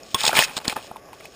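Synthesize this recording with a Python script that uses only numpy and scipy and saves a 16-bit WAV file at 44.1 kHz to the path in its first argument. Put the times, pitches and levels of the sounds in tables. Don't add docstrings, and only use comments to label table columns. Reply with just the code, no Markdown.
import sys
import numpy as np
from scipy import signal
from scipy.fft import rfft, irfft
from scipy.io import wavfile
from scipy.ndimage import uniform_filter1d

SR = 44100
rng = np.random.default_rng(int(sys.argv[2]) if len(sys.argv) > 2 else 0)


def invert_db(x):
    u = np.asarray(x, float) / 20
    return 10 ** u


def int16_out(signal):
    q = np.round(np.clip(np.atleast_2d(signal).T, -1, 1) * 32767)
    wavfile.write(sys.argv[1], SR, q.astype(np.int16))


N = 59535


def unit(x):
    return x / np.sqrt(np.mean(x ** 2))


def peak(x):
    return x / abs(x).max()


def add(out, start_s, x):
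    i = int(start_s * SR)
    out[i:i + len(x)] += x[:N - i]


def band(x, lo_hz, hi_hz):
    return signal.sosfilt(signal.butter(2, [lo_hz, hi_hz], "band", fs=SR, output="sos"), x)


def resonate(x, hz, q):
    return signal.lfilter(*signal.iirpeak(hz, q, fs=SR), x)


def colour(x, points):
    points = np.array(points, float)
    hz = np.arange(1025) * SR / 2048 + 1
    gain_db = np.interp(np.log(hz), np.log(points[:, 0]), points[:, 1])
    cepstrum = irfft(gain_db * np.log(10) / 20)
    cepstrum[1:1024] *= 2
    cepstrum[1025:] = 0
    impulse = irfft(np.exp(rfft(cepstrum)))
    return signal.fftconvolve(x, impulse)[:len(x)]


def split(x):
    lows = [0 * x]
    for hz in 40 * 2 ** np.arange(0, 8, .5):
        lows.append(signal.sosfiltfilt(signal.butter(2, hz, fs=SR, output="sos"), x))
    return np.diff(lows, axis=0)


def walk(rate):
    k = int(SR / rate)
    held = np.repeat(rng.standard_normal(N // k + 1), k)
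    return 1.05 * uniform_filter1d(uniform_filter1d(held, k), k)[:N]


def ring(modes):
    t = np.arange(4096) / SR
    return sum(invert_db(db) * np.sin(2 * np.pi * hz * t) * 1000. ** (-t / t60) for hz, db, t60 in modes)


# f/Hz, level/dB, T60/s
HOUSING_MODES = [(893, -1, 0.06), (1090, 0, 0.031), (1834, -7, 0.06), (2590, 4.5, 0.029), (3390, -9, 0.044),
                 (4350, -5, 0.03), (5430, 21, 0.0056)]


def housing(x):
    shell_db = -11.5
    shell = ring(HOUSING_MODES)
    shell = shell / np.sqrt(np.sum(shell ** 2))
    return x + invert_db(shell_db) * signal.fftconvolve(x, shell)[:len(x)]


# f/Hz, level/dB
WOODS_COLOUR = [(18, -61), (30, -7.5), (662, 2), (1030, -17.5), (1120, 0), (1340, -17), (1500, -9.5),
                (4330, -26), (5280, -9.5), (5900, -12), (7670, -66), (13000, -120)]


def woods():
    level_db, flicker_db, flicker_per_s = -47.5, 3, 25.2
    slices = split(colour(rng.standard_normal(N), WOODS_COLOUR))
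    rustle = sum(part * invert_db(flicker_db * walk(flicker_per_s)) for part in slices)
    return invert_db(level_db) * unit(rustle)


# t/s, level/dB, tilt/(dB per octave)
DRAG_CONTACT = [(0, -48.5, 2.5), (0.141, -53, 7), (0.149, -25, -8), (0.186, -32, 4), (.2, -27.5, 1.5),
                (.235, -24.5, .5), (.247, -21.5, .6), (0.263, -23, 2.5), (0.276, -26.5, 9.5),
                (0.289, -19, -1), (0.302, -28.5, 1.5), (.33, -21.5, -3.5), (.35, -20, -1.5), (.37, -15, 0),
                (.4, -18, -0.1), (0.429, -22.5, 2.5), (0.448, -25, 8), (0.467, -31.5, -4), (.55, -36.5, -2),
                (0.563, -39, 3.5), (0.568, -23.5, 2.5), (.588, -27, -3.5), (.595, -42.5, 0), (.62, -37, -3),
                (0.637, -49, 1.5), (0.652, -25.5, -2), (.668, -33, -4), (0.686, -20, -1.2),
                (0.695, -33, -.6), (.705, -34.5, 6.3), (.73, -25.5, -6), (.745, -59, 8.5), (0.758, -38, -3),
                (0.764, -24, -6), (0.798, -38, -4), (.85, -44.5, 5.3), (.9, -47, -0.5), (1.0, -52.5, -3.5),
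                (1.038, -55, -12), (1.12, -49.5, -7), (1.139, -43.5, -1.5), (1.19, -59, 6), (1.212, -50, 1),
                (1.26, -50, 4), (1.3, -62, 9.5), (1.35, -48, -2)]
# f/Hz, level/dB
DRAG_COLOUR = [(47, -24), (80, -14), (719, -6.5), (860, -2), (1230, -1), (2230, -5.5), (2530, 2),
               (5200, -5.5), (5900, 4), (7670, -67), (13000, -120)]


def slips():
    per_s, spread_db = 6500, 3
    starts = rng.random(N) < per_s / SR
    strength = invert_db(spread_db * np.minimum(rng.exponential(size=N), 4))
    grains = starts * rng.standard_normal(N) * strength
    return unit(colour(housing(grains), DRAG_COLOUR))


def drag():
    offset_db, wander_db, wander_per_s = 0.57, 4.5, 63
    t = np.arange(N) / SR
    times, levels, tilts = np.array(DRAG_CONTACT).T
    level = np.interp(t, times, levels)
    tilt = np.interp(t, times, tilts)
    grain_draws = [split(slips()) for _ in range(3)]
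    out = np.zeros(N)
    for k in range(16):
        octaves = max(k, 7) / 2 - 5.5
        gain_db = tilt * octaves + wander_db * walk(wander_per_s)
        out += grain_draws[k % 3][k] * invert_db(gain_db)
    return out * invert_db(level + offset_db)


# t/s, level/dB, twig f/Hz, knock level/dB, knock f/Hz
TWIG_SNAPS = [(0.031, -29.5, 5320, -10.5, 640), (0.144, -7, 3640, -18.5, 1080),
              (0.197, -22, 2680, -34, 1030), (0.205, -11.5, 3550, -22, 1250), (0.212, -16, 2670, -11, 1100),
              (0.233, -9.5, 3400, -39, 1180), (0.239, -11, 1900, -1, 910), (0.25, -5.5, 4100, -22, 821),
              (0.263, -4.5, 3330, -12.5, 930), (0.274, -14, 3400, -5, 697), (0.277, 3.5, 3760, -18, 970),
              (0.281, -7.5, 4000, -33, 1010), (0.29, -9.5, 1860, -1.5, 883), (0.303, -22, 2490, -15, 1170),
              (0.312, -19, 1440, -10, 1110), (0.328, -11.5, 1440, -4, 620), (0.335, -20, 2580, 0, 1200),
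              (0.351, -9.5, 2500, -16, 1250), (0.365, -4, 2380, -8, 1020), (0.371, -6.5, 1990, -21, 1090),
              (0.381, -6.5, 1700, -43, 1190), (0.388, 5, 2720, -8.5, 870), (0.394, -11.5, 1680, -9.5, 834),
              (0.408, -14.5, 2850, -11, 820), (0.413, -11.5, 2700, -9, 856), (0.422, -7, 1880, -13, 830),
              (0.424, -19, 2590, -8, 807), (0.434, -10, 2660, -34, 1150), (0.445, -19.5, 2770, -10.5, 1010),
              (0.48, -26.5, 2720, -8, 940), (0.51, -30, 2330, -3, 600), (0.566, -14.5, 4000, -9, 1020),
              (0.575, -16, 4000, -5.5, 820), (0.585, -22, 4260, -10, 821), (0.6, -31, 2820, -1.5, 1020),
              (0.612, -26, 1410, -3.5, 1080), (0.651, -20, 2190, -25, 1080), (0.675, -24.5, 2800, 0, 860),
              (0.678, -2, 4140, -45, 1110), (0.695, -13.5, 2800, -11.5, 635),
              (0.701, -18.5, 2620, -12, 750), (0.71, -30, 2410, 1, 807), (0.723, -19.5, 2500, 4, 866),
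              (0.763, -16, 1296, -5.5, 810), (0.77, -30.5, 2600, 0, 600), (0.789, -30.5, 1910, 17, 800),
              (0.825, -31, 3390, -12, 650), (0.843, -33, 2430, -1, 624), (0.911, -24.5, 1490, 3, 705),
              (0.916, -51, 5500, 0, 700), (0.958, -26, 1430, 4, 910), (0.965, -31.5, 2940, -5.5, 888),
              (1.087, -37.5, 2230, -0.5, 740), (1.129, -29, 2520, -1.5, 1080),
              (1.2, -37.5, 2300, -4.5, 600), (1.205, -33.5, 2220, -3.5, 1090), (1.245, -35, 2050, 2, 710),
              (1.253, -30, 2330, -9.5, 643)]


def crack_burst():
    delay_ms, break_ms = 1.2, 4.3
    count, rise, range_db = 20, 0.21, 12
    when, size, sign = rng.random((3, count))
    swell = np.minimum(when / rise, (1 - when) / (1 - rise)) ** 0.63
    at = (delay_ms + break_ms * when) * SR / 1000
    cracks = np.zeros(4096)
    np.add.at(cracks, at.astype(int), swell * np.sign(sign - .5) * invert_db(-range_db * size))
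    return cracks


def snaps():
    twig_q, knock_q = 5.5, 3.17
    splinter_db, splinter_slope = -7, 0.66
    out = np.zeros(N)
    for s, db, hz, knock_db, knock_hz in TWIG_SNAPS:
        rung = housing(crack_burst())
        twig = resonate(band(rung, 850, 9400), hz, twig_q)
        hard = band(rung, 880, 9000) * invert_db(splinter_db + splinter_slope * db)
        twig = peak(twig) + hard / abs(rung).max()
        knock = resonate(band(rung, 280, 1370), knock_hz, knock_q)
        share = min(invert_db(knock_db), .97)
        add(out, s, invert_db(db) * (np.sqrt(1 - share ** 2) * peak(twig) + share * peak(knock)))
    return out


# t/s, level/dB
BLOWS = [(0.144, -21.5), (0.242, -24), (0.278, -19), (0.386, -16.5), (0.568, -24.5), (0.68, -11),
         (0.764, -35), (0.913, -29)]


def thumps():
    hz, t60_s = 238, 0.014
    t = np.arange(2048) / SR
    shake = np.sin(2 * np.pi * hz * t) * 1000. 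** (-t / t60_s)
    out = np.zeros(N)
    for s, db in BLOWS:
        add(out, s, invert_db(db) * shake)
    return out


# t/s, peak level/dB
STUB_BREAK = (.1455, -3)
# f/Hz, level/dB, T60/s
STUB_MODES = [(1080, -0.5, 0.071), (1910, -17, 0.041), (2660, -13, .05), (3386, 0.5, 0.048),
              (3570, -7.5, 0.034), (4360, -25, 0.013), (5420, 4, 0.017)]


def stub():
    out = np.zeros(N)
    start_s, db = STUB_BREAK
    add(out, start_s, invert_db(db) * peak(ring(STUB_MODES)))
    return out


def scene():
    return np.tile(woods() + drag() + snaps() + thumps() + stub(), (2, 1))


def sample_and_hold(x):
    limit_db = -2.6
    slow = signal.resample_poly(x, 40, 147, axis=1)
    slow = invert_db(limit_db) * np.tanh(slow / invert_db(limit_db))
    return signal.resample_poly(np.repeat(slow, 4, axis=1), 147, 160, axis=1)[:, :N]


def jolt(held):
    from_db, gain_db, low_hz, smooth_s = -10.5, -1.5, 3, 0.00091
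    over = np.maximum(abs(held[0]) - invert_db(from_db), 0)
    corners = [low_hz, 1 / (2 * np.pi * smooth_s)]
    shift = signal.lfilter(*signal.butter(1, corners, "band", fs=SR), over)
    return held + invert_db(gain_db) * shift * np.array([[-1], [1]])


def top_cut(x):
    return signal.sosfilt(signal.butter(12, 16510, fs=SR, output="sos"), x)


def record(dry):
    x = jolt(sample_and_hold(dry))
    x = signal.sosfiltfilt(signal.ellip(8, .1, 40, 15350, fs=SR, output="sos"), x)
    return top_cut(x)


dry = scene()
out = record(dry)
int16_out(out)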